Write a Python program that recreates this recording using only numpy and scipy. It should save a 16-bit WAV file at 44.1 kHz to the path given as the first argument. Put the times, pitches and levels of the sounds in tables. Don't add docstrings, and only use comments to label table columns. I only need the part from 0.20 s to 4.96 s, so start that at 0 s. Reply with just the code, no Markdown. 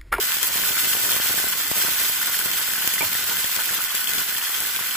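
import sys
import numpy as np
from scipy import signal
from scipy.fft import rfft, irfft, next_fast_len
from scipy.io import wavfile
from scipy.ndimage import uniform_filter1d, minimum_filter1d

SR = 44100
rng = np.random.default_rng(int(sys.argv[2]) if len(sys.argv) > 2 else 0)


def gain_from_db(level_db):
    decades = np.asarray(level_db, float) / 20
    return 10 ** decades


def wav_record(signal):
    frames = np.transpose(np.atleast_2d(signal))
    bounded = np.clip(frames, -1, 1)
    quanta = np.round(bounded * 32767).astype(np.int16)
    wavfile.write(sys.argv[1], SR, quanta)


N = 209916
SIZE = next_fast_len(N + SR)
HZ = np.arange(SIZE // 2 + 1) * SR / SIZE


def shape(hz, db):
    return gain_from_db(np.interp(np.log(HZ + 1), np.log(hz), db))


def through(x, response):
    return irfft(rfft(x, SIZE) * response, SIZE)[..., :N]


def unit(x):
    return x / np.sqrt(np.mean(x ** 2))


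def steady(x):
    power = uniform_filter1d(uniform_filter1d(np.mean(x ** 2, 0), SR // 12), SR // 12)
    return x / np.sqrt(power)


def walk(rate):
    hold = int(SR / rate)
    steps = np.repeat(rng.standard_normal(N // hold + 1), hold)[:N]
    steps = uniform_filter1d(uniform_filter1d(steps, hold), hold)
    return unit(steps - uniform_filter1d(steps, 4 * hold))


def marks(seconds, gains):
    out = np.zeros(N)
    at = (np.asarray(seconds) * SR).astype(int)
    np.add.at(out, np.clip(at, 0, N - 1), gains)
    return out


def puff(decay_s, channels=2):
    t = np.arange(2048) / SR
    return rng.standard_normal((channels, len(t))) * np.exp(-t / decay_s)


def ports(x):
    # (frequency [Hz], left level [dB], right level [dB])
    colour = [(497, -23, -16.5), (950, -15.5, -15), (1523, -8, -5.5), (2550, -3, -3.5), (3550, -4.5, -8.5),
              (4490, -7.5, -6.5), (5800, -8.5, -9), (7980, -2, -7), (8460, -6.5, -13), (9160, -6, -14),
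              (10140, -4, -8), (11650, -2, -3.5), (13900, -7, -2), (14600, -0.84, 1)]
    hz, left_db, right_db = np.transpose(colour)
    return through(x, np.array([shape(hz, left_db), shape(hz, right_db)]))


def bursts(rate, spread_db, seethe_db, seethe_rate):
    chance, luck, side = rng.random((3, N))
    size = gain_from_db(np.minimum(-spread_db * np.log(luck + 1e-9), 4 * spread_db))
    clicks = (chance < rate / SR) * np.sign(side - .5) * size
    return clicks * gain_from_db(seethe_db * walk(seethe_rate))


def patch(hz):
    spots = [bursts(rate=1500, spread_db=3.0, seethe_db=1.4, seethe_rate=32) for _ in range(7)]
    blows = steady(np.array(spots))
    paths = rfft(np.array([puff(0.00078) for _ in range(6)]), SIZE)
    paths = paths / np.sqrt(np.sum(np.abs(paths) ** 2, 0))
    octaves = np.log2((HZ + 1) / hz)
    pitch = np.cos(np.clip(octaves / 2, -1, 1) * np.pi / 2)
    heard = (rfft(blows[1:], SIZE)[:, None] * paths).sum(0)
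    return through(blows[0], pitch), irfft(heard * pitch, SIZE)[:, :N]


def pan_ring(blows):
    # (pitch [Hz], width [Hz], left level [dB], right level [dB])
    resonances = [(986, 306, 6.5, 5.5), (1507, 97, 15.5, 7.5), (1769, 108, 8.5, -4.5),
                  (2044, 24, 15.5, -6.5), (3190, 158, 1.5, 4.5), (3520, 340, 0.5, -5.5),
                  (4350, 170, -9, -7), (2960, 166, -2, 2), (5054, 290, -9, -1.5), (5410, 230, 1.5, -4),
                  (6240, 510, -3, -6.5), (7230, 60, -10, 0.5), (7890, 160, -3, -14)]
    modes = []
    for hz, width, left_db, right_db in resonances:
        damping = 1j * HZ * width
        gain = gain_from_db(np.array([[left_db], [right_db]]))
        modes.append(gain * damping / (hz * hz - HZ ** 2 + damping))
    ring = 0
    for sign, group in ((1, modes[::2]), (-0.89, modes[1::2])):
        struck = blows * gain_from_db(1.1 * walk(6))
        ring = ring + sign * through(struck, sum(group))
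    return ring


def sizzle(left_db, right_db, coarse_db):
    split_hz = 4090
    patches = [patch(hz) for hz in (900, 3600, 14400)]
    blows, air = (sum(part) for part in zip(*patches))
    surge = gain_from_db(0.86 * walk(18) + 0.92 * walk(60))
    sound = ports(air + pan_ring(blows)) * surge
    low = 1 / np.sqrt(1 + (HZ / split_hz) ** 12)
    coarse = through(sound, low)
    fine = through(sound, np.sqrt(1 - low ** 2))
    left = steady(fine[:1])[0] * gain_from_db(left_db + 3.0)
    right = steady(fine[1:])[0] * gain_from_db(right_db + 2.5)
    return np.array([left, right]) + steady(coarse) * gain_from_db(coarse_db + 1.0)


def overload(db):
    dips = np.abs(bursts(rate=900, spread_db=3.5, seethe_db=0.5, seethe_rate=8.3))
    dips = through(dips - uniform_filter1d(dips, SR // 20), np.exp(-(HZ / 1200) ** 2))
    return -unit(dips) * gain_from_db(db + 4.0) * np.array([[1], [.01]])


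def kitchen():
    # (frequency [Hz], level per hertz [dB])
    rumble = [(30, -13), (65, 9), (130, -4.5), (270, 1.5), (500, -9.5), (900, 3), (2000, -46)]
    level_db, pan_db, fade_db_s, shared = -49, 3, -1.3, .9
    noise = through(rng.standard_normal((2, N)), shape(*np.transpose(rumble)))
    mid, side = noise * gain_from_db(1.5 * walk(8) + fade_db_s * np.arange(N) / SR)
    room = unit(np.array([mid + shared * side, mid - shared * side]))
    return gain_from_db(level_db + np.array([[.5], [-.5]]) * pan_db) * room


def small_pops(count):
    level_db, spread_db = -22, 2.5
    s = rng.random(count) * N / SR
    return np.column_stack([s, level_db + spread_db * rng.standard_normal((count, 2))])


def pops():
    # (time [s], left peak [dB], right peak [dB])
    cracks = [(0.0532, -7, -8), (0.1203, -3, -9), (0.1692, -10, -10), (0.1849, -7, -14), (0.2305, 6, -13),
              (0.2436, -7, -13), (0.3397, -12, -13), (0.8523, -15, -13), (1.1849, -4, -21.5),
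              (1.2014, -9, -12), (1.5673, -12, -15), (1.6495, -5, -9), (1.6827, -17, -7), (2.0602, -9, -11),
              (2.0707, -7, -7), (2.1915, -1, -12), (2.2597, -6, -13), (2.3044, -5, -13),
              (2.4863, -14.5, -17), (2.6761, 0.5, 1), (2.7378, -2, -14), (2.8284, -10, -11),
              (2.9179, -11, -11), (2.9524, -10, -15), (3.0976, -11, -7), (3.1635, -13, -15),
              (3.1695, -9, -14), (3.1971, -12, -16), (3.2441, -9, -8), (3.2484, -14, -15),
              (3.328, -13, -13), (3.3642, -2, -13), (3.4095, -11, -17), (3.4355, -8, -10),
              (3.4584, -13, -9), (3.4977, -7.5, -15), (3.511, -11, -18), (3.544, -17, -30.5),
              (3.6187, -13, -11), (3.6405, -11, -5), (3.649, -19, -4), (3.7465, -11, -14), (3.7513, -5, -7),
              (3.7709, -16, -16), (3.8437, -5, -13.5), (3.8748, -8, -10), (3.9356, -6, -1),
              (3.9513, -5, -10), (4.0183, -9, -15), (4.1265, -16, -13), (4.1821, -5, -16),
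              (4.3457, -14, -13), (4.4044, -3, -6), (4.4227, -13, -13), (4.4515, -17, -12),
              (4.4621, -11, -7), (4.4679, -16, -21), (4.5134, -12, -21), (4.5631, -7, -7),
              (4.7162, -18, -14),
              (0.0217, -16, -15), (0.0282, -8, -11), (0.1273, -10, -10), (0.1545, -10, -11),
             (0.2623, -15, -12), (0.2705, -5, -11), (0.4184, -2, -17), (0.429, -4, -14), (0.5547, -10, -10),
             (0.624, -10, -11), (0.6454, -8, -9), (0.919, -3, -2), (0.9335, -7, -4), (1.0725, -8, -9),
             (1.0887, -1, -18), (1.2698, -10, -12), (1.3, -11, -19), (1.3327, -17, -10), (1.5151, -11, -23),
             (1.5507, -9, -23), (2.0636, -16, -9), (2.1569, -7, -22), (2.1699, -11, -12.5),
             (2.3154, -15, -4), (2.5353, -5, -6), (2.5818, -16, -18), (2.643, -9, -17), (2.7421, -21, -6),
             (2.8224, -9, -7), (2.9302, -5, -18), (2.9339, -17, -6), (2.9457, -8, -10), (3.0259, -21, -21),
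             (3.0437, -12, -13), (3.128, -10, -19), (3.2972, -19, -31), (3.3748, -16, -13),
             (3.383, -21, -12), (3.4435, -12, -13), (3.5475, -25, -6), (3.5523, -11, -28),
             (3.8802, -6, -13), (3.9843, -13, -18), (3.9886, -14, -10), (4.0031, -16, -9),
             (4.0218, -22, -8), (4.1055, -9, -14), (4.1733, -11, -10), (4.2271, -21, -15),
             (4.2797, -13, -9), (4.2955, -17, -11), (4.3492, -16, -9), (4.3594, -27, -21),
             (4.4864, -16, -13), (4.5369, -13, -17), (4.569, -7.5, -20), (4.6271, -18, -12),
             (4.6936, -27, -18), (4.7127, -15, -18), (4.7393, -23, -18)]
    crack_hz = 1500
    s, left_db, right_db = np.vstack([cracks, small_pops(count=60)]).T
    t = np.arange(2048) / SR
    fade = np.exp(-t / .0003) + gain_from_db(-11) * np.exp(-t / .0025)
    hits = np.array([marks(s - .0003, gain_from_db(left_db)), marks(s - .0003, gain_from_db(right_db))])
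    splinters = np.sign(rng.standard_normal((2, N)))
    noise = through(hits, rfft(fade, SIZE)) * splinters
    bright = HZ ** 2 / (HZ ** 2 + crack_hz ** 2)
    return gain_from_db(1.9) * through(ports(noise), bright)


def spits():
    # (time [s], dip [dB], dullness [0-1])
    spit_list = [(0.0372, -21, 0.0), (0.1688, -20, 0.0), (0.2436, -29, 0.2), (0.3539, -25, 0.0),
                 (0.3991, -17, 0.3), (0.6454, -19, 0.4), (0.6726, -13, 0.9), (0.7513, -13.5, 0),
                 (0.7696, -13, 0.8), (0.9097, -18, 0.2), (0.9242, -18, 0.1), (0.965, -11, 0.3),
                 (1.0005, -11, 0.4), (1.046, -21, 0.1), (1.06, -16, 0.2), (1.0986, -15, 0.0),
                 (1.1083, -8.5, 0.9), (1.1424, -15.5, 0.0), (1.1791, -14, 0.4), (1.2421, -11.5, 0.0),
                 (1.245, -15, 0.0), (1.2695, -15, 0.3), (1.4001, -23, 0.1), (1.515, -5, 0.4),
                 (1.5672, -16, 0.3), (1.5721, -17, 0.6), (1.5826, -14.5, 0.4), (1.6495, -14, 0.2),
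                 (1.6826, -14, 0.4), (1.689, -14, 0.5), (1.7139, -17, 1.0), (1.8982, -17, 0.1),
                 (2.0975, -21, 0.4), (2.1691, -22, 0.2), (2.1963, -22, 0.2), (2.2009, -23, 0.0),
                 (2.2595, -10.5, 0.9), (2.5816, -23, 0.3), (2.6425, -22, 0.3), (2.6481, -18, 0.0),
                 (2.6755, -12.5, 0.1), (2.7378, -19, 0.3), (2.9937, -20, 0.4), (3.1971, -25, 0.0),
                 (3.2448, -13.5, 0.5), (3.2483, -26, 0.2), (3.3744, -19, 0.0), (3.7462, -18, 0.0),
                 (3.751, -29, 0.0), (3.9513, -24, 0.2), (4.0179, -18, 1.0), (4.0914, -22, 0.2),
                 (4.126, -23, 0), (4.1592, -24, 0.0), (4.2954, -24, 0.0), (4.4042, -21, 0.1),
                 (4.4226, -26, 0.0), (4.5007, -28, 0.2), (4.5913, -31, 0.0), (4.6107, -15.5, 0.9),
                 (0.2287, -20, 0.5), (0.271, -27, 0.0), (0.2744, -20, 0.1), (0.358, -12, 1.0), (0.367, -21, 0.1),
            (0.4288, -18, 0.3), (0.4345, -24, 0.0), (0.438, -18, 0.8), (0.631, -20, 0.5),
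            (0.6386, -17, 0.9), (0.656, -15, 1.0), (0.7156, -21, 0.0), (0.76, -24, 0.4), (0.776, -23, 0.8),
            (0.7974, -22, 0.0), (0.933, -19, 0.0), (0.9466, -15, 0.9), (1.2002, -16, 0.0),
            (1.2375, -25, 0.0), (1.3547, -21, 0.2), (1.4102, -20, 0.0), (1.561, -19, 1.0),
            (1.6002, -18, 0.1), (1.721, -19, 0.5), (1.8175, -24.5, 0.1), (2.1737, -29, 0.1),
            (2.228, -26, 0.6), (2.304, -28, 0.3), (2.3389, -25, 0.0), (2.343, -23, 0.5), (2.3963, -21, 0.0),
            (2.4154, -22, 0.2), (2.487, -21, 0.0), (2.5337, -24, 0.0), (2.6109, -23, 0.1),
            (2.6377, -34, 0.0), (2.654, -22, 0.3), (2.826, -35, 0.0), (2.8308, -20, 0.1), (2.835, -24, 0.2),
            (2.918, -26, 0.6), (2.9347, -23, 0.5), (2.9526, -19, 0.0), (3.0597, -35, 0.0),
            (3.0968, -17, 1.0), (3.119, -27, 0.0), (3.3639, -23, 0.2), (3.3824, -24, 0.0),
            (3.4093, -22, 0.0), (3.53, -23, 0.1), (3.642, -31, 0.4), (3.7708, -32, 0.0), (3.7969, -26, 0.0),
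            (3.8435, -28, 0.0), (3.8799, -36, 0.0), (3.9354, -39, 0.0), (4.1819, -32, 0.0),
            (4.4103, -27, 0.0), (4.5689, -23, 0.8), (4.7532, -25, 0.0)]
    sharp_hz, dull_hz = 1900, 685
    s, dip_db, dull = np.array(spit_list).T
    dull = np.clip(dull, 0, 1)
    dips = 0
    for share, hz in ((1 - dull, sharp_hz), (dull, dull_hz)):
        clicks = marks(s, share * gain_from_db(dip_db + 24.5))
        dips = dips + through(clicks, np.exp(-(HZ / hz) ** 2))
    return -dips * np.array([[1], [0]])


def small_bubbles(count):
    middle_hz, spread_octaves, level_db, spread_db = 1450, 0.28, -18, -1.5
    s = rng.random(count) * N / SR + 0.00202
    pitch, size = rng.standard_normal((2, count))
    return np.column_stack([s, middle_hz * 2 ** (spread_octaves * pitch), level_db + spread_db * size])


def bubbles():
    # (time [s], pitch [Hz], peak [dB])
    bubble_list = [(0.2705, 3020, -20.5), (0.5674, 2220, -9), (0.5715, 1440, -9), (0.5907, 2930, -11),
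                   (0.732, 1660, -10), (0.7336, 3020, -5), (0.7684, 3000, -11), (0.894, 1460, -9),
                   (0.9194, 3220, -15), (0.9343, 2980, -9), (1.46, 3057, -16), (1.8187, 1650, -10.5),
                   (2.1449, 1750, -9.5), (2.5056, 3300, -15), (2.5584, 1630, -12), (2.6243, 3000, -12),
                   (2.724, 1800, -13.5), (2.761, 2950, -10), (2.7825, 1910, -8), (2.952, 1790, -9),
                   (3.2435, 3320, -8), (3.3927, 1450, -8.5), (3.4583, 3050, -11), (3.5527, 3400, -10),
                   (3.591, 1220, -14), (3.7082, 3300, -9.5), (3.7203, 1090, -14.5), (3.8741, 3200, -6),
                   (3.984, 3340, -7.5), (4.3455, 3300, -8), (4.592, 1040, -13), (4.7545, 1400, -8.5),
                   (4.6245, 1700, -11), (4.682, 2150, -21.5),
                   (0.0382, 1710, -22), (0.121, 1650, -12), (0.1215, 3300, -10), (0.1707, 3590, -11),
              (0.4382, 1630, -10), (0.522, 3220, -9), (0.5805, 1500, -9), (0.6466, 1680, -18),
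              (0.6799, 3300, -15), (0.827, 3240, -15), (0.9139, 3270, -13), (0.9267, 3350, -6),
              (1.002, 1670, -17), (1.063, 1560, -15), (1.1255, 1710, -19), (1.1873, 1680, -10),
              (1.3326, 3170, -12), (1.4118, 1560, -14), (1.6273, 3260, -16), (1.6366, 1610, -17),
              (1.8135, 1580, -14), (1.862, 3190, -18), (1.876, 1740, -13), (1.9323, 3370, -16),
              (1.9478, 1720, -14), (1.962, 1670, -14), (2.2147, 1540, -13), (2.3364, 3220, -14),
              (2.424, 1660, -19), (2.501, 1740, -15), (2.511, 1710, -12), (2.537, 1630, -10),
              (2.6775, 3140, -12), (2.7139, 3420, -13), (2.8212, 3100, -12.5), (2.8296, 1610, -16),
              (3.058, 1630, -17), (3.1645, 1680, -15), (3.171, 1570, -10.5), (3.1711, 3170, -10),
              (3.236, 3330, -17), (3.2496, 1760, -11), (3.4928, 1680, -11), (3.5649, 1500, -16),
              (3.6069, 1400, -12), (3.6195, 3290, -16), (3.68, 1610, -16), (3.7473, 1650, -15),
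              (4.1271, 1610, -11), (4.1513, 1780, -12), (4.1675, 3230, -11), (4.1863, 1610, -14),
              (4.2156, 1690, -15), (4.2168, 2960, -11), (4.2649, 3540, -13), (4.2677, 1580, -14),
              (4.4531, 1600, -11), (4.5639, 3330, -11), (4.5994, 3340, -15), (4.712, 3220, -9.5)]
    out = np.zeros((2, N + 2048))
    t = np.arange(1024) / SR
    swell = t / 0.0024 * np.exp(1 - t / 0.001)
    for s, hz, db in np.vstack([bubble_list, small_bubbles(count=12)]):
        lag, pan = rng.standard_normal(2)
        late = t + np.array([[1], [-1]]) * .00004 * lag
        note = np.sin(2 * np.pi * hz * late * (0.929 + 22.0 * late)) * swell
        at = int((s - .002) * SR)
        out[:, at:at + len(t)] += gain_from_db(db - 3.5 + np.array([[1.5], [-1.5]]) * (pan + 1.0)) * note
    return out[:, :N]


def knocks():
    # (time [s], peak [dB], left minus right [dB], thud [dB], hardness [dB per octave])
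    touches = [
        (2.807, -25, -2, -39, 3.5),
        (2.8148, -27, -1, -56, 3),
        (2.8285, -28, -11, -60, -5),
        (3.109, -30, -8, -44, -8),
        (3.387, -30, -3, -57, -8),
    ]
    # (pitch [Hz], level [dB], time to fade by 60 dB [s])
    jug = [(530, -22, 0.06), (643, -12, 0.067), (907, -5, 0.05), (980, 5, 0.029), (1250, 2, .025),
           (1500, -6, 0.046), (2340, 4, 0.03), (2210, 3, 0.03), (3270, -18, 0.03)]
    jug_lag = 19
    out = np.zeros((2, N + SR))
    t = np.arange(SR // 4) / SR
    low_band = signal.butter(2, [60, 170], "band", fs=SR, output="sos")
    for s, db, pan_db, thud_db, hard_db in touches:
        air = rng.standard_normal((2, len(t)))
        ring = np.zeros(len(t))
        for hz, level_db, t60 in jug:
            level = gain_from_db(level_db + hard_db * np.log2(hz / 900))
            ring += level * np.sin(2 * np.pi * hz * t) * 1000. ** (-t / t60)
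        echo = signal.fftconvolve(air * np.exp(-t / .018), ring[None], axes=1)[:, :len(t)]
        ring = ring + gain_from_db(-16) * echo
        ring[0] = np.pad(ring[0], (jug_lag, 0))[:len(t)]
        thud = unit(signal.sosfilt(low_band, air[0]))
        thud = thud * np.exp(-t / 0.097) * np.minimum(t / 0.05, 1)
        level = gain_from_db(db - 11.0 + np.array([[pan_db], [-pan_db]]) / 2)
        at = int(s * SR)
        out[:, at:at + len(t)] += level * ring + gain_from_db(thud_db) * thud
    return out[:, :N]


def scene():
    # (time [s], level [dB])
    boil = [(0.0, -25), (0.09, -27), (0.77, -23.5), (0.78, -27.5), (0.83, -23.5), (1.52, -27.5),
            (1.64, -22), (1.67, -25.5), (1.86, -24), (1.97, -26.5), (3.63, -27.5), (3.74, -31), (3.75, -24),
            (3.8, -29), (4.02, -26), (4.04, -29), (4.43, -28.5), (4.76, -30)]
    vigour = np.interp(np.arange(N) / SR, *np.transpose(boil)) + 26
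    left_db = -23.5 + vigour + 0.34 * walk(9)
    right_db = -20.5 + vigour + 0.34 * walk(9)
    coarse_db = -31 + 0.51 * vigour + 0.58 * walk(9)
    overload_db = -46 + 1.42 * vigour + 3 * walk(9)
    pan = sizzle(left_db, right_db, coarse_db) + overload(overload_db)
    return pan + kitchen() + pops() + spits() + bubbles() + knocks()


def thin_out(x):
    low_hz, high_hz, top_hz = 3600, 10000, 15480
    sag_db = -4.7
    blocks = dict(fs=SR, window="cosine", nperseg=2048)
    hz, _, cells = signal.stft(x, **blocks)
    hz = hz[:-1, None]
    power = np.abs(cells[:, :-1]) ** 2
    band = power.reshape(2, -1, 4, power.shape[-1]).mean(2)
    band = np.repeat(band, 4, axis=1)
    near = uniform_filter1d(power, size=81, axis=1)
    usual = np.sqrt(band.mean(2, keepdims=True) / near.mean(2, keepdims=True))
    kept = band > near * usual * gain_from_db(2 * sag_db)
    kept = kept | (hz < low_hz) | (hz > high_hz)
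    kept = minimum_filter1d(kept, size=3, axis=2)
    cells[:, :-1] *= kept & (hz < top_hz)
    return signal.istft(cells, **blocks)[1][:, :N]


def roll_off(x):
    return signal.sosfilt(signal.butter(12, 16840, fs=SR, output="sos"), x)


def record(dry):
    ceiling = .8
    bent = dry - np.array([[.2], [.03]]) * dry ** 2
    bent = ceiling * np.tanh(bent / ceiling)
    bent = signal.sosfilt(signal.butter(1, 90, "high", fs=SR, output="sos"), bent)
    bent = signal.sosfilt(signal.butter(2, 45, "high", fs=SR, output="sos"), bent)
    turn = np.array([[1, 1], [1, -1.066]]) / np.sqrt(2)
    mix = turn @ thin_out(turn @ bent)
    return roll_off(mix)


dry = scene()
out = record(dry)
wav_record(out)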